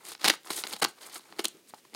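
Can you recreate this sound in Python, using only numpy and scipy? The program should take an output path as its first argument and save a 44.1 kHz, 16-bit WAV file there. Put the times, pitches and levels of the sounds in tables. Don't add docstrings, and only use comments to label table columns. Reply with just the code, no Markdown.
import sys
import numpy as np
from scipy import signal
from scipy.fft import rfft, irfft
from scipy.io import wavfile
from scipy.ndimage import uniform_filter1d

SR = 44100
rng = np.random.default_rng(int(sys.argv[2]) if len(sys.argv) > 2 else 0)


def wav_record(signal):
    frames = np.transpose(np.atleast_2d(signal))
    bounded = np.clip(frames, -1, 1)
    quanta = np.round(bounded * 32767).astype(np.int16)
    wavfile.write(sys.argv[1], SR, quanta)


def voltage_ratio(level):
    return 10 ** (np.asarray(level, float) / 20)


N = 85995

# low edge in Hz, high edge in Hz.
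PART_BANDS_HZ = [(60, 600), (550, 2500), (2400, 6000), (5600, 18000)]
# start in s, rise in s, fall in s, peak in dB,
# colour in octaves above 300 Hz.
CRUMPLE_MOVES = [(.19, 0.13, 0.033, -40.5, 3), (.244, 0.0093, 0.023, -23.5, 3),
                 (.274, 0.011, 0.0062, -21, 4), (.2965, 0.0017, 0.01, -17.5, 3),
                 (.31, 0.036, 0.017, -46.5, 4.5), (.501, 0.0072, 0.0038, -28, 2.5),
                 (.638, 0.0015, 0.023, -37.5, 1.5), (.72, 0.0084, 0.03, -41, 4.5),
                 (.814, 0.014, 0.013, -24.5, 2), (.841, 0.0064, 0.0029, -25, 4.5),
                 (.853, 0.0049, 0.058, -45, -2.5), (1.3, 0.015, 0.14, -53, 0.2),
                 (1.384, 0.012, 0.024, -37, 3), (1.405, .015, 0.017, -51, 6.5),
                 (1.439, .007, 0.0089, -32, 5.5), (1.46, 0.017, 0.11, -42, 11),
                 (1.49, 0.072, 0.062, -58, -1), (1.74, 0.002, 0.016, -53.5, 3.5),
                 (1.92, 0.03, .02, -51, -0.5), (1.94, 0.0093, 0.015, -49, 4),
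                 (.762, 0.0021, 0.0034, -38.5, 4), (.78, 0.021, 0.012, -50, 5),
                 (1.05, 0.013, 0.014, -50, 2), (1.847, 0.0028, 0.013, -59, 2),
                 (1.57, 0.031, 0.057, -53, -3.5), (.05, 0.043, 0.031, -51.5, 2.5)]
# start in s, rise in s, fall in s, peak in dB,
# colour in octaves above 300 Hz.
RUB_MOVES = [(.0, 0.0079, 0.13, -54, 2), (.035, 0.087, 0.033, -39.5, 3.34),
             (.44, 0.062, 0.006, -42.5, 2.53), (.505, 0.0033, 0.15, -34, 3.66),
             (.562, .02, 0.064, -31, 3.9), (.62, 0.07, 0.048, -42, 2.2), (.68, 0.044, 0.067, -37, 3.04),
             (.88, 0.004, 0.051, -51, 5.7), (.965, 0.017, 0.027, -50, 2.2), (1.0, 0.018, 0.32, -44.5, 2.8),
             (1.115, 0.042, 0.044, -37.5, 3.6), (1.22, 0.083, 0.042, -54, 2.14),
             (1.36, 0.018, 0.0097, -47.5, 1.9), (1.67, 0.029, 0.02, -52.5, 3.8),
             (1.76, 0.022, 0.046, -59, 3.8)]


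def unit(x):
    return x / np.sqrt(np.mean(x ** 2))


def flutter(size):
    smooth = uniform_filter1d(rng.standard_normal(N), size=size)
    return unit(uniform_filter1d(smooth, size=size))


def clicks(per_s, scatter_db):
    when, sign, size = rng.random((3, N))
    size_db = scatter_db * np.minimum(-np.log(1 - size), 1.6)
    return unit((when < per_s / SR) * np.sign(sign - 0.5) * voltage_ratio(size_db))


def gestures(moves):
    fall_db_per_octave = 3.5
    t = np.arange(N) / SR
    centre_hz = np.sqrt(np.prod(PART_BANDS_HZ, axis=1))
    octave = np.log2(centre_hz / 300)[:, None]
    power = np.zeros((4, N))
    for start_s, rise_s, fall_s, db, colour in moves:
        up = np.clip((t - start_s) / rise_s, 0, 1)
        down = np.clip((t - start_s - rise_s) / fall_s, 0, 1)
        level = voltage_ratio(db - fall_db_per_octave * abs(octave - colour))
        power += (up ** 0.59 * (1 - down) ** 1.37 * level) ** 2
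    return np.sqrt(power)


def ring(x, modes, column):
    out = 0
    for k, mode in enumerate(modes):
        hz, width_hz = mode[0], mode[1]
        b, a = signal.iirpeak(hz, hz / width_hz, SR)
        out = out + (-1) ** k * voltage_ratio(mode[column]) * signal.lfilter(b, a, x)
    return out


def parts(drives, column):
    # frequency in Hz, width in Hz, level snapped in dB, level rubbed in dB.
    pocket_modes = [(208, 170, -10.5, -10.5), (381, 125, -2, 10)]
    sheet_modes = [(804, 430, 1, -1.5), (1327, 435, 1.5, -1.5), (2197, 560, -0.5, -4)]
    fold_modes = [(2685, 2210, -1, -8.5), (4870, 2110, 0.85, -5)]
    film_modes = [(6620, 560, 0, -2), (8500, 1960, 1.5, 2), (11130, 7700, -7.5, -7.5)]
    out = []
    for drive, modes, band_hz in zip(drives, (pocket_modes, sheet_modes, fold_modes, film_modes), PART_BANDS_HZ):
        sos = signal.butter(1, band_hz, "band", fs=SR, output="sos")
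        out.append(signal.sosfilt(sos, ring(drive, modes, column)))
    return out


def air():
    # frequency in Hz, density in dB per Hz.
    hiss_spectrum = [(24, 11), (45, -13), (90, -3.5), (372, 1.5), (800, -11.5), (2700, -9.5), (9450, -13.5),
                     (16000, -17.5)]
    level_db, flicker_db = -62, 1.2
    hz = np.arange(N // 2 + 1) * SR / N + 1
    table_hz, table_db = np.transpose(hiss_spectrum)
    shape = voltage_ratio(np.interp(np.log(hz), np.log(table_hz), table_db))
    hiss = unit(irfft(rfft(rng.standard_normal(N)) * shape, N))
    return voltage_ratio(level_db + flicker_db * flutter(700)) * hiss


def knock():
    # frequency in Hz, level in dB, T60 in seconds.
    handle_modes = [(294, -77, 0.057), (423, -60, 0.075), (770, -50, 0.071), (883, -34, 0.022),
                    (1170, -34.5, 0.0084), (1800, -49, 0.0092)]
    t = np.maximum(np.arange(N) / SR - 1.7378, 0)
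    return sum(voltage_ratio(db - 60 * t / t60_s) * np.sin(2 * np.pi * hz * t) for hz, db, t60_s in handle_modes)


def puffs():
    b, a = signal.butter(2, 45, fs=SR)
    rumble = unit(signal.lfilter(b, a, rng.standard_normal(N)))
    push = gestures(CRUMPLE_MOVES)[2] + 0.64 * gestures(RUB_MOVES)[2]
    return voltage_ratio(-15.5) * push * rumble


def rubs():
    level_db, flicker_db = 7.5, 3.5
    wander = np.array([flutter(200) for _ in range(4)])
    ticks = clicks(per_s=7000, scatter_db=2)
    drives = voltage_ratio(level_db + flicker_db * wander) * gestures(RUB_MOVES) * ticks
    return sum(parts(drives, column=3))


def crumples():
    part_db = (24.3, 11.86, 8.6, 9.3)
    clump_db, together = 2.5, 0.14
    ticks = np.array([clicks(per_s=5000, scatter_db=4) for _ in range(5)])
    level = voltage_ratio(np.array(part_db)[:, None] + clump_db * flutter(70))
    drives = level * gestures(CRUMPLE_MOVES) * (together * ticks[4] + ticks[:4])
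    return sum(parts(drives, column=2))


def snaps():
    # time in seconds, pocket in dB, sheet in dB, folds in dB, film in dB.
    grip_snaps = [(0.0522, -54, -47, -37, -31), (0.1185, -50, -34, -33, -31), (0.1478, -66, -49, -46, -38),
                  (0.1505, -64, -33, -31, -50), (0.1783, -70, -58, -45, -51), (0.2126, -52, -45, -35, -34),
                  (0.2157, -47, -35, -32, -35), (0.2441, -30, -13, -11, -13), (0.2577, -33, -18, -13, -21),
                  (0.2779, -29, -16, -16, -19), (0.2821, -28, -12, -8, -9), (0.2866, -26, -20, -19, -19),
                  (0.3, -25, -11, -5, -17), (0.3036, -26, -23, -18, -16), (0.3072, -39, -22, -17, -25),
                  (0.3391, -45, -28, -29, -29), (0.4331, -69, -60, -46, -46), (0.4467, -59, -44, -45, -53),
                  (0.4621, -52, -41, -49, -47), (0.5045, -41, -24, -25, -21), (0.6378, -46, -23, -18, -33),
                  (0.6688, -46, -31, -25, -35), (0.6726, -55, -37, -29, -23), (0.7347, -43, -30, -22, -30)]
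    slit_snaps = [(0.7655, -46, -39, -37, -41), (0.7981, -51, -42, -44, -47), (0.8259, -31, -14, -19, -16),
                  (0.8422, -36, -24, -18, -17), (0.8466, -30, -16, -20, -21), (0.8491, -29, -14, -11, -20),
                  (0.8586, -42, -27, -33, -36), (1.195, -50, -44, -46, -52), (1.3248, -48, -34, -39, -57),
                  (1.3922, -26, -24, -24, -27), (1.3945, -26, -22, -22, -29), (1.4037, -39, -33, -27, -34),
                  (1.4464, -35, -30, -21, -27), (1.454, -36, -34, -11, -9), (1.4574, -35, -36, -24, -26),
                  (1.483, -51, -46, -34, -21), (1.5699, -50, -60, -54, -49), (1.7066, -66, -52, -47, -51),
                  (1.8513, -54, -48, -50, -62), (1.898, -56, -62, -55, -54), (1.9342, -48, -44, -52, -56),
                  (1.9479, -41, -31, -29, -31)]
    small_snaps = [(0.2281, -52, -38, -38, -53), (0.2321, -47, -43, -31, -46), (0.2392, -42, -31, -30, -37),
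                   (0.2495, -40, -24, -16, -26), (0.2523, -50, -21, -17, -24), (0.261, -30, -20, -16, -24),
                   (0.2628, -33, -35, -20, -30), (0.266, -42, -28, -23, -30), (0.2682, -46, -21, -25, -31),
                   (0.2719, -39, -26, -22, -31), (0.315, -53, -35, -33, -37), (0.3294, -48, -37, -33, -32),
                   (0.3365, -43, -31, -32, -34), (0.4717, -60, -44, -38, -41), (0.4747, -62, -53, -42, -36),
                   (0.4823, -64, -44, -42, -46), (0.5149, -45, -33, -31, -31), (0.5179, -59, -38, -29, -31),
                   (0.5638, -56, -47, -33, -40), (0.5782, -48, -37, -31, -29), (0.5816, -53, -39, -35, -25),
                   (0.5996, -56, -42, -32, -33), (0.6114, -56, -45, -40, -32), (0.6533, -52, -39, -38, -42),
                   (0.7095, -52, -39, -33, -38), (0.7268, -53, -44, -34, -27), (0.729, -57, -40, -33, -28),
                   (0.7385, -40, -37, -29, -29), (0.7441, -52, -41, -36, -36), (0.8187, -39, -29, -31, -26),
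                   (0.8234, -33, -17, -17, -18), (0.8323, -34, -27, -25, -25), (1.1573, -55, -35, -32, -32),
                   (1.3644, -63, -55, -48, -49), (1.4496, -48, -26, -31, -26), (1.9418, -48, -46, -39, -38)]
    trim_db = (-1.33, -1.5, 0.6, -1.9)
    t60_s, first_tick, length = 0.0089, 5.5, 2048
    rows = np.array(list(grip_snaps) + list(slit_snaps) + list(small_snaps))
    rattle = rng.standard_normal((len(rows), length)) * voltage_ratio(-60 * np.arange(length) / SR / t60_s)
    rattle[:, 0] = first_tick
    rung = 0
    for k, part in enumerate(parts([rattle] * 4, column=2)):
        peak = abs(part).max(axis=1, keepdims=True)
        rung = rung + part / peak * voltage_ratio(rows[:, [k + 1]] + trim_db[k])
    out = np.zeros(N + length)
    for start_s, snap in zip(rows[:, 0], rung):
        i = int(start_s * SR)
        out[i:i + length] += snap
    return out[:N]


def scene():
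    room_t60_s, room_db, room_top_hz = 0.2, -18, 6000
    near = snaps() + crumples() + rubs() + puffs() + knock()
    t = np.arange(SR // 2) / SR
    tail = rng.standard_normal(len(t)) * voltage_ratio(-60 * t / room_t60_s) * (t > 0.003)
    b, a = signal.butter(1, room_top_hz, fs=SR)
    tail = signal.lfilter(b, a, tail)
    tail = tail / np.sqrt(np.sum(tail ** 2))
    room = voltage_ratio(room_db) * signal.fftconvolve(near, tail)[:N]
    return (near + room + air())[None]


def band_limit(x):
    return signal.sosfilt(signal.butter(12, 16820, fs=SR, output="sos"), x)


def record(dry):
    # start in seconds, length in seconds, gain in dB.
    gain_steps = [
        (0.809, 0.0078, -14.5),
        (1.431, 0.0016, 5),
    ]
    t = np.arange(N) / SR
    gain_db = np.zeros(N)
    for start_s, length_s, db in gain_steps:
        gain_db += db * ((t > start_s) & (t < start_s + length_s))
    gain_db = uniform_filter1d(gain_db, size=60)
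    bass_cut = signal.butter(2, 146, "high", fs=SR, output="sos")
    top_cut = signal.ellip(8, 0.3, 60, 15800, fs=SR, output="sos")
    mix = signal.sosfilt(bass_cut, dry * voltage_ratio(gain_db))
    mix = signal.sosfilt(top_cut, mix)
    return band_limit(mix)


dry = scene()
out = record(dry)
wav_record(out)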